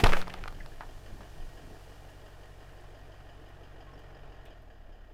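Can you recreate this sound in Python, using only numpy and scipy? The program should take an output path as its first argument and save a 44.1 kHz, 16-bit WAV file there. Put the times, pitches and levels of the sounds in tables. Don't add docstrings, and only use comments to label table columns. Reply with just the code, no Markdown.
import sys
import numpy as np
from scipy import signal
from scipy.fft import rfft, irfft
from scipy.io import wavfile
from scipy.ndimage import uniform_filter1d

SR = 44100
rng = np.random.default_rng(int(sys.argv[2]) if len(sys.argv) > 2 else 0)


def generate_wav(signal):
    frames = np.transpose(np.atleast_2d(signal))
    scaled = np.clip(frames, -1, 1) * 32767
    pcm = np.round(scaled).astype(np.int16)
    wavfile.write(sys.argv[1], SR, pcm)


def gain_from_decibels(decibels):
    exponent = np.asarray(decibels, float) / 20
    return 10 ** exponent


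N = 226585
T = np.arange(N) / SR


def noise():
    return rng.standard_normal(N)


def unit(x):
    return x / np.sqrt(np.mean(x ** 2))


def peak_one(x):
    return x / np.max(np.abs(x))


def band(x, lo_hz, hi_hz, order=2):
    edges = [lo_hz, min(hi_hz, .45 * SR)]
    return signal.sosfilt(signal.butter(order, edges, "band", fs=SR, output="sos"), x)


def colour(x, points, rings=()):
    hz = np.maximum(np.arange(N // 2 + 1) * SR / N, 1)
    f, db = np.transpose(points)
    gain = gain_from_decibels(np.interp(np.log(hz), np.log(f), db, left=-80))
    for centre, width, _ in rings:
        gain = gain * (1 + 1 / (1 + (2 * (hz - centre) / width) ** 2))
    return unit(irfft(rfft(x) * gain, N))


def walk(rate):
    k = int(SR / rate)
    levels = np.repeat(rng.standard_normal(N // k + 1), k)
    return 0.3 * uniform_filter1d(uniform_filter1d(levels, k), k)[:N]


def grains(rate, spread_db):
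    clicks = rng.random(N) < rate / SR
    return clicks * noise() * gain_from_decibels(spread_db * rng.exponential(size=N))


def ring(hz, t60, length):
    t = T[:int(SR * length)]
    return -np.sin(2 * np.pi * hz * t) * np.exp(-np.log(1000) * t / t60)


def swell(s, rise, fall):
    return np.exp(-np.maximum((s - T) / rise, (T - s) / fall))


def step(s, length):
    return np.clip((T - s) / length + .5, 0, 1)


def add(track, s, sound):
    i = int(s * SR)
    track[i:i + len(sound)] += sound[:N - i]


def blast():
    shock_s, shock_length_s = .0368, .0013
    shock = .29 * np.cos(np.pi / 2 * np.clip((T - shock_s) / shock_length_s, -1, 1)) ** 2

    slosh_s, slosh_hz, slows_s, dies_s = .044, 23, .12, .17
    after = T - slosh_s
    turns = slosh_hz * slows_s * (1 - np.exp(-after / slows_s))
    swing = -.19 * 1.2 * np.tanh(1.1 * np.cos(2 * np.pi * turns))
    slosh = swing * np.exp(-np.abs(after / dies_s) ** 3) * step(shock_s + .003, .006)

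    thud = unit(band(noise(), 64, 116)) * gain_from_decibels(-27) * swell(slosh_s, 0.009, 0.044)
    buffet = unit(band(noise(), 138, 398)) * gain_from_decibels(-7.5 - 31.5) * np.exp(-(after / .12) ** 2)
    return shock + slosh + thud + buffet


# (time [s], peak level [dB], pitch [Hz], treble level over the crack [dB])
BUCKLES = [(.038, -27.5, 500, 7.5), (.04, -15.5, 710, 5), (0.0442, -14, 890, -17), (0.0614, -11, 880, -20),
           (.0647, -12.5, 800, -17), (0.0696, -16.5, 874, -0.5), (.091, -21.5, 1030, -13),
           (0.1223, -16, 1280, -28), (0.1332, -15, 1570, -13.5), (0.1355, -12.5, 1594, -43),
           (.1703, -23.5, 1370, -20), (0.2162, -25.5, 1550, 0.5), (0.225, -28, 1420, -14),
           (0.273, -29, 915, -26), (0.2801, -29, 725, -5.5), (0.2989, -31, 1700, -24),
           (0.3028, -30.5, 1830, -28), (.3393, -39.5, 960, 12.5), (0.3418, -26.5, 880, -26),
           (.439, -26, 1470, -14), (0.4582, -28.5, 780, -30), (.478, -28.5, 1470, -19),
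           (0.4803, -33, 855, 0.5), (.483, -29.5, 1460, -20), (.5255, -37.5, 680, -7),
           (.6614, -36.5, 790, 0), (0.8084, -28, 930, -18), (0.8243, -43, 690, -17),
           (0.8344, -38, 800, -15), (1.2074, -37, 640, -16)]


def crumple():
    out = np.zeros(N)
    t = T[:500]
    t60 = 0.017
    for s, db, hz, treble_db in BUCKLES:
        lower_hz = hz * (0.67 + 0.021 * rng.standard_normal())
        upper_hz = hz * (1.42 + 0.32 * rng.standard_normal())
        body = ring(hz, t60, t60) + 0.1 * ring(lower_hz, t60, t60)
        body += 0.55 * ring(upper_hz, t60 / 2, t60)
        tear = rng.standard_normal(500) * np.exp(-t / .0013) - 8 * (t == 0)
        crack = peak_one(band(tear, 0.62 * hz, 1.56 * hz))
        snap = peak_one(band(tear, 1900, 4600, order=3) + .17 * band(tear, 4600, 11000))
        add(out, s, gain_from_decibels(db - 7) * body)
        add(out, s, gain_from_decibels(db - 3) * crack + gain_from_decibels(db + treble_db - 1) * snap)
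    return out


# (time [s], peak level [dB], frequency [Hz], decay time T60 [s], rise time [s])
LONE_MODES = [
    (.05, -36.5, 179, 1.1, .02),
    (.134, -21, 580, .04, .002),
    (3.855, -52, 1080, .35, .03),
]


def lone_rings():
    out = np.zeros(N)
    for s, db, hz, t60, rise in LONE_MODES:
        build_up = np.minimum(T[:int(SR * t60)] / rise, 1)
        add(out, s, gain_from_decibels(db) * ring(hz, t60, t60) * build_up)
    return out


def yard_echo(can):
    t60 = 0.2
    tail = band(rng.standard_normal(SR // 3), 140, 7400, order=1)
    tail = tail * np.exp(-np.log(1000) * T[:SR // 3] / t60)
    return gain_from_decibels(-15) * signal.fftconvolve(can, tail / np.sqrt(np.sum(tail ** 2)))[:N]


# (frequency [Hz], spectral level [dB per Hz])
JET_SPECTRUM = [(100, -26), (280, -8), (450, 1.5), (800, -0.5), (1400, -7), (2000, -5), (3000, -10),
                (4200, -20.5), (15500, -38)]
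# (frequency [Hz], spectral level [dB per Hz])
FIZZ_SPECTRUM = [(2060, 0.5), (3500, 1.5), (3850, -1), (4470, 1), (7620, -4), (13300, -9.5), (15100, -8),
                 (15700, -14)]
# (time [s], peak level [dB])
JET_SPURTS = [
    (.002, -30),
    (0.04, -14.5),
    (0.068, -28.5),
    (0.094, -29),
    (0.131, -29),
    (0.169, -35.5),
]
# (time [s], level over the steady mist [dB])
MIST_SURGES = [
    (.042, -1),
    (.072, -3),
    (.095, -2),
    (.172, 3),
]


def spray():
    jet_from_s, empty_s = .038, .222
    flowing = step(jet_from_s, 0.0037) * (1 - step(empty_s, .04))

    spatter = noise() * gain_from_decibels(5.0 * walk(97)) + 1.1 * unit(grains(1500, 1.5))
    spurts = sum(gain_from_decibels(db) * swell(s, 0.0019, 0.0077) for s, db in JET_SPURTS)
    dribble = gain_from_decibels(-53.5) * (1 - step(0.49, 0.15))
    jet = colour(spatter, JET_SPECTRUM) * (spurts + gain_from_decibels(-46.5) * flowing + dribble)

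    foam = noise() * gain_from_decibels(0.82 * walk(24.25)) + 0.45 * unit(grains(2500, 1.7))
    surges = 1 + sum(gain_from_decibels(db) * swell(s, .006, 0.023) for s, db in MIST_SURGES)
    mist_db = -59.5 + 3 * (T - jet_from_s) + 3.1 * walk(52)
    mist = gain_from_decibels(mist_db) * flowing * surges
    mist += gain_from_decibels(-46) * np.exp(-T / 0.022)
    bed = gain_from_decibels(-69.5 - 5.5 * np.maximum(T - 1.76, 0))
    return jet + colour(foam, FIZZ_SPECTRUM) * gain_from_decibels(4) * np.hypot(mist, bed)


# (time [s], level of the noise before its band is cut out [dB], low
# edge [Hz], high edge [Hz], decay time [s])
IMPACTS = [(.144, -14.5, 1280, 1750, 0.012), (.601, -27.5, 1690, 2030, 0.011),
           (.811, -31, 800, 1630, 0.019), (1.209, -44.5, 700, 2500, 0.026), (2.81, -59, 7000, 10000, .005),
           (2.1, -65, 3000, 15000, .011), (3.347, -71, 5000, 12000, .005), (3.488, -68, 7000, 15900, .0075),
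           (3.935, -53, 5150, 5560, .019), (3.989, -62, 12400, 15500, 0.0065),
           (3.99, -63, 1852, 8241, 0.0087), (4.033, -77, 9000, 15000, .006),
           (4.454, -63, 3600, 15500, 0.01), (4.457, -49, 2400, 3530, 0.041), (2.8, -61, 1210, 4000, .012),
           (4.619, -68, 8640, 15000, .007)]


def ticks():
    out = np.zeros(N)
    for s, db, lo_hz, hi_hz, decay in IMPACTS:
        burst = rng.standard_normal(2000) * np.exp(-T[:2000] / decay)
        add(out, s, gain_from_decibels(db) * band(burst, lo_hz, hi_hz))
    return out


# (time [s], firing rate [Hz])
FIRING_RATE = [
    (0, 46.63),
    (4.2, 46.63),
    (4.41, 44.2),
    (4.61, 40.2),
    (4.85, 35.5),
    (5.14, 31.5),
]


def exhaust_lines(cycle, coast):
    out = np.zeros(N)
    for k, db in zip(LINE_ORDERS, LINE_LEVELS):
        lag = .8 + 2.1 * (2 < k < 16 and k != 8)
        coast_db = 12 if k == 8 else -14 if k < 8 else -12
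        level = np.sqrt(2) * gain_from_decibels(db + coast * coast_db + 3.7 * walk(6.57))
        out += level * np.cos(2 * np.pi * k * cycle - lag + 0.14 * walk(1.6))
    return out


LINE_ORDERS = [2, 3, 4, 5, 6, 8, 13, 14, 16, 21, 23, 24, 46]
LINE_LEVELS = [-55, -71, -73, -73, -58, -56, -67, -68, -59, -72, -70, -65, -77]
# (frequency [Hz], spectral level [dB per Hz])
BAY_SPECTRUM = [(88, -24), (150, -2.5), (220, -15), (300, -3), (400, -4), (540, -9), (680, -8), (850, -6.5),
                (950, -12.5), (1900, -13.5), (2100, -22.5), (3200, -22), (3800, -27), (15000, -53.5)]
# (frequency [Hz], width [Hz], level [dB], not used)
BAY_MODES = [(458, 49, -1), (625, 88, 0), (1060, 23, -7), (1884, 20, -7), (2400, 146, -14),
             (2925, 130, -12), (5070, 60, -19)]
# (centre [Hz], width [Hz], level [dB], share of the loose tappet [1])
VALVE_NOISE = [(680, 163, 4, 0.21), (1716, 290, -5.5, 0.59), (3000, 480, -9.5, 0.84),
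               (4930, 580, -16.5, 0.88), (6530, 1100, -21.5, 0.55)]


def engine():
    firing_hz = np.interp(T, *np.transpose(FIRING_RATE))
    cycle = .22 + np.cumsum(firing_hz) / (8 * SR)
    firing = 8 * cycle
    coast = 1 - firing_hz / firing_hz[0]
    off = step(4.58, 0.27)
    chance = rng.standard_normal((N // 500, 3))

    since = firing % 1
    strength = gain_from_decibels(2.2 * chance[firing.astype(int), 0])
    puff = .7 + .5 * strength * since / .25 * np.exp(1 - since / .25)
    clatter = colour(puff * noise(), BAY_SPECTRUM, BAY_MODES)
    low = band(clatter, 130, 1190)
    knock = 1 + .3 * np.cos(2 * np.pi * (cycle - .33))
    bright_db = 2 - 20 * (1 - step(0.51, 0.071))
    treble = (clatter - low) * gain_from_decibels(bright_db + .5 * walk(22.0))
    clatter = low * knock * gain_from_decibels(0.2 * walk(31)) + treble

    valves = .5 + .45 * gain_from_decibels(2.5 * chance[firing.astype(int), 1]) * np.exp(-((firing - .25) % 1) / .3)
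    turn = cycle - .40
    tappet = np.exp(-(turn % 1) / .15) * gain_from_decibels(1.5 * chance[(turn + 1).astype(int), 2])
    train = np.zeros(N)
    for hz, width, db, share in VALVE_NOISE:
        hiss = unit(band(noise(), hz - width / 2, hz + width / 2, order=3))
        train += gain_from_decibels(db) * hiss * (valves + 2.8 * share * tappet)

    bay = 1.046 * clatter + gain_from_decibels(-1 + 1.5 * off - 6) * train
    return exhaust_lines(cycle, coast) + gain_from_decibels(-58.5 - 5 * off) * bay


# (time [s], wind level [dB], buffeting level [dB])
WIND_GUSTS = [
    (.3, -41.5, -66),
    (.47, -42.5, -58),
    (0.589, -42, -59),
    (0.769, -47, -65),
    (.92, -44, -67),
    (1.152, -41.5, -49.5),
    (1.42, -42.5, -58),
    (1.68, -53.5, -49),
    (4.26, -52.5, -86),
    (4.92, -54, -69),
]


def wind():
    gust_s = 0.08
    speed, shake = gain_from_decibels(-64), gain_from_decibels(-62)
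    for s, wind_db, buffet_db in WIND_GUSTS:
        gust = np.exp(-((T - s) / gust_s) ** 2)
        speed = speed + gain_from_decibels(wind_db) * gust
        shake = shake + gain_from_decibels(buffet_db) * gust
    eddies = unit(band(noise(), 13.9, 25.1, order=3)) * speed
    rumble = unit(band(noise(), 32, 101)) * 0.33 * speed
    buffet = unit(band(noise(), 138, 398)) * gain_from_decibels(-7.5) * shake
    return eddies + rumble + buffet


def camera_hiss():
    return gain_from_decibels(-89) * unit(band(noise(), 11500, 15000))


def scene():
    can = crumple() + lone_rings()
    burst = blast() + can + yard_echo(can) + spray() + ticks()
    return (burst + engine() + wind() + camera_hiss())[None]


def roll_off(x):
    return signal.sosfilt(signal.butter(12, 15820, fs=SR, output="sos"), x)


def record(dry):
    mix = np.tanh(1.204 * dry) / 1.134
    return roll_off(mix)


dry = scene()
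out = record(dry)
generate_wav(out)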